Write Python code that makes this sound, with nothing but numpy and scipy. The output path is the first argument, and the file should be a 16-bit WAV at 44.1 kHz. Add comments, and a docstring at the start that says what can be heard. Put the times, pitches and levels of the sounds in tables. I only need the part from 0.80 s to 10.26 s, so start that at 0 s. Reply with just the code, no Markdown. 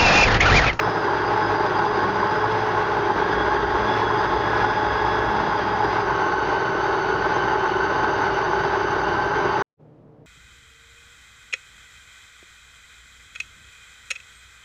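"""A kitchen blender with a chopping bowl grinds raw fish, close by, a gloved hand on the lid. Gear and blade
contacts ring the plastic housing; air pockets plop and mince swishes against the bowl. The geared drive whines,
rasps and squeals over a low rumble, its speed sagging and recovering with load. The hand lifts for two seconds;
later the motor labours at a lower speed. The sound breaks off and quiet room noise follows."""
import sys
import numpy as np
from scipy import signal
from scipy.fft import rfft, irfft
from scipy.io import wavfile

SR = 44100
rng = np.random.default_rng(int(sys.argv[2]) if len(sys.argv) > 2 else 0)


def persist_wave(psi):
    """Save psi, clipped to +-1, as 16-bit WAV."""
    counts = np.round(np.clip(psi, -1, 1) * 32767).astype(np.int16)
    wavfile.write(sys.argv[1], SR, np.atleast_2d(counts).T)


N = 417186
TIME_S = np.arange(N) / SR
STOP_S, ROOM_FROM_S, ROOM_FADE_S = 8.823, 8.968, 0.04
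ROOM_DB = -51
FREE_SHAFT_HZ, LABOUR_SHAFT_HZ = 105.3, 98.7
BLADE_RATIO, MESH_RATIO = 0.26, 15.57  # blade turns, tooth contacts per shaft turn

# shaft speed, sagging as the blades bite: time_s, speed_hz
SHAFT_SPEED = [(0.0, 108.6), (0.08, 109.0), (0.24, 105.2), (0.3, 101.9), (0.38, 102.3), (0.58, 107.8),
               (0.74, 104.7), (1.02, 102.9), (1.1, 104.8), (1.16, 103.6), (1.28, 104.9), (1.44, 102.0),
               (1.58, 106.9), (1.8, 108.2), (2.3, 101.4), (2.6, 105.7), (2.84, 101.7), (3.04, 105.1),
               (3.16, 109.2), (3.26, 108.6), (3.38, 104.8), (3.56, 104.5), (3.76, 107.5), (4.06, 105.1),
               (4.38, 108.4), (4.82, 102.7), (4.9, 104.5), (5.14, 105.1), (5.38, 98.6), (5.6, 97.0),
               (5.68, 99.1), (5.94, 96.1), (6.06, 99.8), (6.18, 96.9), (6.6, 99.5), (6.8, 98.4),
               (6.92, 95.2), (7.02, 98.4), (7.3, 100.0), (7.44, 98.3), (7.7, 97.9), (7.76, 100.0),
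               (8.16, 100.6), (8.24, 98.2), (8.54, 100.9), (8.8, 99.1)]
# how far the lid is uncovered: time_s, share
LID_UNCOVERED = [(0, 0.24), (1.35, 0.37), (1.6, 0.17), (2.3, 0.38), (2.5, 0.9), (4.4, 1), (4.8, 0.63),
                 (5.3, 0.2)]
# how far the motor labours: time_s, share
MOTOR_LABOUR = [(5.1, 0.09), (5.4, 0.96)]
# gain laws: level_db, uncovered_change_db, labour_change_db, surge_db_per_hz
ROCKING_LAW = (-51.5, 13, 3, -0.5)
IMBALANCE_LAW = (-38.5, -1.5, -6.5, 1.1)
WHISTLE_LAW = (-61, 14, -20.5, 1.1)
CLATTER_LAW = (-21.5, 0.0, -0.84, 0.16)

# room noise spectrum: freq_hz, relative_db
ROOM_SPECTRUM = [(18, -41.5), (30, -10.5), (76, -15.5), (108, -3), (152, -1), (182, -9), (300, -6.5),
                 (404, -14), (443, -8.5), (532, -10), (1780, -35), (7000, -57.5), (9100, -63.5),
                 (15400, -66.5)]
# room hum: pitch_hz, level_db
ROOM_TONES = [(118.4, -58), (151.5, -57), (301.5, -64.5), (443, -61.5)]
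# echoes off nearby hard surfaces: delay_s, relative_db
REFLECTIONS = [(0.00779, -13), (0.0131, -14), (0.0197, -15)]
# motor mains hum: pitch_hz, level_db
MAINS_HUM = [(60, -50), (120, -49)]
# bowl drones as the hands shift: centre_s, length_s, level_db, shaft_ratio
BOWL_DRONES = [(1.32, 0.36, -36, 1.85), (3.06, 0.14, -37, 2), (4.6, 0.26, -37, 2), (4.91, 0.16, -37.5, 1.9)]

# drive squeals: centre_s, length_s, pitch_hz, level_db
SQUEALS = [(2.43, 0.03, 3350, -45), (2.614, 0.049, 3350, -39.5), (2.765, 0.018, 3380, -42),
           (3.088, 0.018, 3370, -35), (3.128, 0.04, 3410, -37.5)]
# tooth-rubbed resonances: centre_hz, width_hz, level_db, uncovered_change_db, labour_change_db
RASP_MODES = [(286.3, 70, -49, 7.5, -3.5), (1319, 70, -52, 0, 10.5), (1669, 51, -42.5, 1.5, -7),
              (1905, 170, -52, 7.5, -6), (2938, 290, -57, -2, 10), (3333, 160, -53.5, 5.5, -14),
              (3550, 220, -64, 15, -9), (6130, 250, -67, 4.5, 11.5)]
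# treble rasp of the gear mesh: time_s, level_db
MESH_RASP_LEVEL = [(0, -47.5), (0.8, -48.5), (1.5, -47.5), (1.9, -54), (2.8, -51), (3.35, -49.5),
                   (4.2, -47.5), (4.5, -50), (5.05, -47.5), (5.5, -52), (6.2, -49.5), (8.8, -51)]
# clear tone of the gear mesh: time_s, level_db
MESH_WHINE_LEVEL = [(0, -55), (0.35, -38), (0.7, -48.5), (1.3, -44.5), (1.6, -39), (2.2, -48.5),
                    (2.5, -35.5), (2.9, -38), (3.2, -33.5), (3.4, -47), (3.75, -31.5), (4.05, -41.5),
                    (4.25, -35), (4.5, -39), (4.75, -45), (5.2, -46), (5.35, -33), (5.95, -32.5),
                    (6.35, -34), (7.5, -33.5), (8.0, -38.5), (8.3, -31), (8.8, -38)]
# drive tones: shaft_ratio, level_db, uncovered_change_db, labour_change_db, noise_share
DRIVE_TONES = [(0.261, -56.5, -2, -2, .1), (1.993, -52.5, 5.5, -6.5, 0), (3.01, -46.5, -7.5, -7.5, 0.3),
               (3.75, -42.5, -2.5, 4.5, .2), (3.999, -30.0, -3.5, -1.6, .01), (4.44, -46, -3, 5.5, 0.7),
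               (14.82, -46.5, -2.5, 11, 0.35), (31, -57, 6.5, 2, 0.5)]

# mince swept round the wall: centre_s, length_s, level_db
SWISHES = [(1.75, 0.2, -41.5), (2.407, 0.099, -46), (3.19, 0.078, -35.5), (3.798, 0.078, -38),
           (5.125, 0.08, -41), (7.45, 0.075, -38.5)]
# wet splat spectrum: freq_hz, relative_db
SWISH_SPECTRUM = [(300, -34), (1400, -7.5), (2100, 1), (3000, -6.5), (4200, -10.5), (6200, -20.5),
                  (7600, -45)]
# air pockets plopping in the mince: centre_s, peak_db, pitch_hz
AIR_PLOPS = [(0.077, -17, 810), (0.284, -14, 1010), (0.335, -17, 956), (0.995, -13, 900),
             (1.432, -9.5, 1010), (1.644, -13, 870), (2.3065, -13.5, 870), (2.362, -18, 410),
             (2.423, -15, 960), (2.769, -19.5, 1640), (3.219, -16, 990), (3.734, -16, 870),
             (4.603, -15, 950), (5.006, -14, 880), (5.954, -14, 400), (6.348, -20.5, 390),
             (6.657, -17, 390), (7.735, -19, 955), (7.948, -19, 1550), (8.787, -26, 950)]
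# low ring of the bowl: time_s, gain_db
BOWL_RING_GAIN = [(0, -0.5), (2.2, -0.1), (2.6, 1.5), (3.15, 0), (3.4, -0.4), (4.3, -1.5), (4.9, -1),
                  (5.4, 0), (6.7, 0), (7.5, 0.3), (8.8, -0.4)]
# broad clatter spectrum: freq_hz, relative_db
CLATTER_SPECTRUM = [(25, -37.5), (85, -19.5), (125, -8.5), (240, -17), (330, -8), (520, -13.5),
                    (1000, -10.5), (1650, -12.5), (2400, -27.5), (3800, -32), (5500, -39.5), (6330, -40),
                    (6600, -48), (7700, -60), (15500, -62.5)]
# housing and bowl resonances: centre_hz, width_hz, lift_db
HOUSING_MODES = [(181, 19, 3.5), (363, 45, 7.5), (435.5, 65, 6.5), (607, 49, 7.5), (778, 31, 3.5),
                 (858.4, 102, 11.5), (843, 50, 3.5), (1010, 90, 5), (1093, 56, 7.5), (1266, 55, 3),
                 (1466, 71, 6.5), (1550, 55, 5), (2150, 140, 3.5), (2724, 60, 8), (3750, 130, 5),
                 (4740, 600, 4), (5800, 90, 4.5)]


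def from_db(db):
    """Decibels to gain."""
    return 10 ** (np.asarray(db) / 20)


def unit_rms(x):
    """Scale to rms 1."""
    return x / np.sqrt(np.mean(x ** 2) + 1e-20)


def curve(rows):
    """Interpolate (time_s, value) rows at every sample."""
    return np.interp(TIME_S, *np.transpose(rows))


def swell(centre_s, length_s):
    """Rounded rise and fall, height 1."""
    return np.sqrt(np.clip(1 - (2 * (TIME_S - centre_s) / length_s) ** 2, 0, 1))


def drift(rate_hz):
    """Smooth random motion up to about rate_hz, rms 1."""
    step, run_in = 10, 8000
    lowpass = signal.butter(2, min(rate_hz, SR / step / 4), fs=SR / step, output="sos")
    slow = signal.sosfilt(lowpass, rng.standard_normal(N // step + run_in + 2))[run_in:]
    return np.interp(np.arange(N) / step, np.arange(len(slow)), unit_rms(slow))


def sine(turns):
    """Sine, rms 1."""
    return np.sqrt(2) * np.sin(2 * np.pi * turns)


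def narrow_noise(turns, width_hz):
    """Noise band around a carrier, rms 1."""
    return (drift(width_hz / 2) * sine(turns) + drift(width_hz / 2) * sine(turns + 0.25)) / np.sqrt(2)


def blend(tone, noise, noise_share):
    """Equal-power mix."""
    return np.sqrt(1 - noise_share) * tone + np.sqrt(noise_share) * noise


def impacts(rate_per_s, spread_db):
    """Random impulses of uneven size and sign."""
    sizes = from_db(spread_db * np.minimum(rng.exponential(1, N), 4)) * rng.choice([-1, 1], N)
    return sizes * (rng.random(N) < rate_per_s / SR)


def coloured(x, spectrum, modes=(), taps=8192):
    """Minimum-phase filter of a broad spectrum plus resonant peaks; output rms 1."""
    hz = np.maximum(np.fft.rfftfreq(taps, 1 / SR), 1)
    points_hz, points_db = np.transpose(spectrum)
    db = np.interp(np.log(hz), np.log(points_hz), points_db)
    for centre_hz, width_hz, lift_db in modes:
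        db += lift_db / (1 + (2 * (hz - centre_hz) / width_hz) ** 2)
    cepstrum = irfft(np.log(from_db(db)))
    impulse = irfft(np.exp(rfft(2 * cepstrum[:taps // 2], taps)))
    return unit_rms(signal.oaconvolve(x, impulse)[:N])


def law_gain(law, uncovered, labour, surge_hz):
    """Gain of a part from lid cover, labour and speed above the usual."""
    db, uncovered_db, labour_db, surge_db_per_hz = law
    return from_db(db + uncovered_db * uncovered + labour_db * labour + surge_db_per_hz * surge_hz)


def hum(tones):
    """Sum of steady sines."""
    return sum(from_db(db) * sine(hz * TIME_S) for hz, db in tones)


def room_noise():
    """Dull kitchen air with a faint hum."""
    return from_db(ROOM_DB) * coloured(rng.standard_normal(N), ROOM_SPECTRUM) + hum(ROOM_TONES)


def reflected(x, above_hz=1700):
    """Early reflections comb the treble without raising its level."""
    treble = signal.sosfilt(signal.butter(1, above_hz, "high", fs=SR, output="sos"), x)
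    echoes = sum(from_db(db) * np.interp(TIME_S - delay_s, TIME_S, treble, left=0)
                 for delay_s, db in REFLECTIONS)
    power = 1 + sum(from_db(db) ** 2 for _, db in REFLECTIONS)
    return x - treble + (treble + echoes) / np.sqrt(power)


def rocking(centre_hz=59, width_hz=14):
    """The unbalanced load rocks the machine on its feet."""
    return narrow_noise(centre_hz * TIME_S, width_hz)


def imbalance(turns, waver_db=1.5):
    """The unbalanced shaft hums at one cycle per turn."""
    return from_db(waver_db * drift(6)) * sine(turns)


def bowl_drones(turns, noise_share=0.39):
    """Pressed askew, the bowl drones near twice shaft speed."""
    shudder = narrow_noise(2 * turns, width_hz=24)
    out = np.zeros(N)
    for centre_s, length_s, db, ratio in BOWL_DRONES:
        tone = sine(ratio * turns + rng.random())
        out += from_db(db) * swell(centre_s, length_s) * blend(tone, shudder, noise_share)
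    return out


def whistle_and_squeals(whistle_gain, surge_hz, whistle_hz=3350, wander_hz=24, flutter_db=1.5):
    """The drive whistles at a resonance; at times it sticks and squeals with a chatter."""
    wander_turns = np.cumsum(wander_hz * drift(110)) / SR
    whistle_turns = np.cumsum(whistle_hz + 4 * surge_hz) / SR
    out = whistle_gain * from_db(flutter_db * drift(35)) * sine(whistle_turns + wander_turns)
    chatter = 1 + 0.45 * narrow_noise(70 * TIME_S, width_hz=40)
    for centre_s, length_s, hz, db in SQUEALS:
        out += from_db(db) * swell(centre_s, length_s) * chatter * sine(hz * TIME_S + wander_turns)
    return out


def tooth_rasp(uncovered, labour, flutter_db=2.5):
    """Rubbing teeth fitfully excite narrow resonances; the hand damps some."""
    out = np.zeros(N)
    for hz, width_hz, db, uncovered_db, labour_db in RASP_MODES:
        level_db = db + uncovered_db * uncovered + labour_db * labour + flutter_db * drift(21)
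        out += from_db(level_db) * narrow_noise(hz * TIME_S, width_hz)
    return out


def mesh_rasp(turns, labour, sideband_ratio=0.78, ring_hz=4920, flutter_db=1.84):
    """The third mesh harmonic and its sidebands ring the housing; the ring fades under labour."""
    ratios = 3 * MESH_RATIO + sideband_ratio * np.arange(-2, 3)
    cluster = unit_rms(sum(narrow_noise(ratio * turns, width_hz=36) for ratio in ratios))
    ring = narrow_noise(ring_hz * TIME_S, width_hz=110)
    gain = from_db(curve(MESH_RASP_LEVEL) + flutter_db * drift(25))
    return gain * blend(cluster, ring, 0.38 * (1 - labour))


def mesh_whine(turns, waver_db=0.9):
    """One clear gear tone, swelling as the teeth press together."""
    return from_db(curve(MESH_WHINE_LEVEL) + waver_db * drift(14)) * sine(MESH_RATIO * turns)


def drive_whine(turns, uncovered, labour, waver_db=1.1):
    """Wavering shaft, coupling and mesh tones, roughened by gear play."""
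    out = np.zeros(N)
    for ratio, db, uncovered_db, labour_db, noise_share in DRIVE_TONES:
        level_db = db + uncovered_db * uncovered + labour_db * labour + waver_db * drift(12)
        tone_turns = ratio * turns + rng.random()
        rough = narrow_noise(tone_turns, width_hz=40)
        out += from_db(level_db) * blend(sine(tone_turns), rough, noise_share)
    return out


def swishes(churn_db=-47, swing_db=6.0):
    """Fine wet splats on the wall vary with the churning and swell in a few sweeps."""
    splats = coloured(impacts(rate_per_s=2500, spread_db=2.0), SWISH_SPECTRUM)
    churn = from_db(churn_db + swing_db * np.tanh(drift(9)))
    sweeps = sum(from_db(db) * swell(centre_s, length_s) for centre_s, length_s, db in SWISHES)
    return splats * np.hypot(churn, sweeps)


def air_plops(half_width_s=0.0031, sag_hz_per_s=24000):
    """Each air pocket bursts in a few cycles: a soft plop, falling in pitch."""
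    out = np.zeros(N)
    for centre_s, peak_db, hz in AIR_PLOPS:
        near = np.abs(TIME_S - centre_s) < 4 * half_width_s
        offset_s = TIME_S[near] - centre_s
        envelope = from_db(peak_db) * np.exp(-(offset_s / half_width_s) ** 2)
        thud_turns = hz * offset_s - sag_hz_per_s * offset_s ** 2 / 2 + rng.random()
        out[near] += envelope * np.sin(2 * np.pi * thud_turns)
    return out


def bowl_pulsed(x, turns, labour, band_hz=(270, 560)):
    """Each blade turn shoves fish against the wall, pulsing the bowl's low ring, more under labour."""
    ring = signal.sosfilt(signal.butter(1, band_hz, "band", fs=SR, output="sos"), x)
    depth = (0.09 + 0.06 * labour) * (1 + 0.2 * drift(2.5))
    pulse = 1 + depth * sine(BLADE_RATIO * turns)
    return x - ring + ring * from_db(curve(BOWL_RING_GAIN)) * pulse


def clatter(turns, churn_gain=0.89, flutter_db=0.88, throb_depth=0.042, heave_db=0.56):
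    """Dense gear and blade contacts and the rush of churned fish ring the housing."""
    contacts = unit_rms(impacts(rate_per_s=4200, spread_db=2.5))
    force = contacts + churn_gain * rng.standard_normal(N)
    flutter = from_db(flutter_db * drift(27))
    bite = 1 + throb_depth * drift(2.7) * sine(2 * BLADE_RATIO * turns)  # two blades, biting unevenly
    heave = from_db(heave_db * drift(9))  # the mass tumbles
    return coloured(force * flutter * bite * heave, CLATTER_SPECTRUM, HOUSING_MODES)


def scene(speed_jitter=0.002, stop_fade_s=0.0013, silence_db=-100):
    """Blender running, a short silence, then the still room."""
    speed_hz, uncovered, labour = curve(SHAFT_SPEED), curve(LID_UNCOVERED), curve(MOTOR_LABOUR)
    turns = np.cumsum(speed_hz * (1 + speed_jitter * drift(25))) / SR
    surge_hz = speed_hz - (FREE_SHAFT_HZ * (1 - labour) + LABOUR_SHAFT_HZ * labour)
    state = uncovered, labour, surge_hz

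    grinding = reflected(law_gain(CLATTER_LAW, *state) * clatter(turns) + swishes()) + air_plops()
    drive = drive_whine(turns, uncovered, labour) + mesh_whine(turns)
    drive += whistle_and_squeals(law_gain(WHISTLE_LAW, *state), surge_hz)
    drive += reflected(tooth_rasp(uncovered, labour) + mesh_rasp(turns, labour))
    rumble = law_gain(IMBALANCE_LAW, *state) * imbalance(turns)
    rumble += law_gain(ROCKING_LAW, *state) * rocking() + hum(MAINS_HUM) + bowl_drones(turns)
    blender = bowl_pulsed(grinding + drive, turns, labour) + rumble

    running = np.clip((STOP_S - TIME_S) / stop_fade_s + 1, 0, 1)
    room_fade = np.clip((TIME_S - ROOM_FROM_S) / ROOM_FADE_S, 0, 1) ** 2
    room = room_noise() * (room_fade + from_db(silence_db - ROOM_DB))
    return (blender * running + room)[None]


def record(dry, cutoff_hz=15700):
    """Steep low-pass."""
    return signal.sosfilt(signal.ellip(10, 0.1, 80, cutoff_hz, fs=SR, output="sos"), dry)


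dry = scene()
out = record(dry)
persist_wave(out)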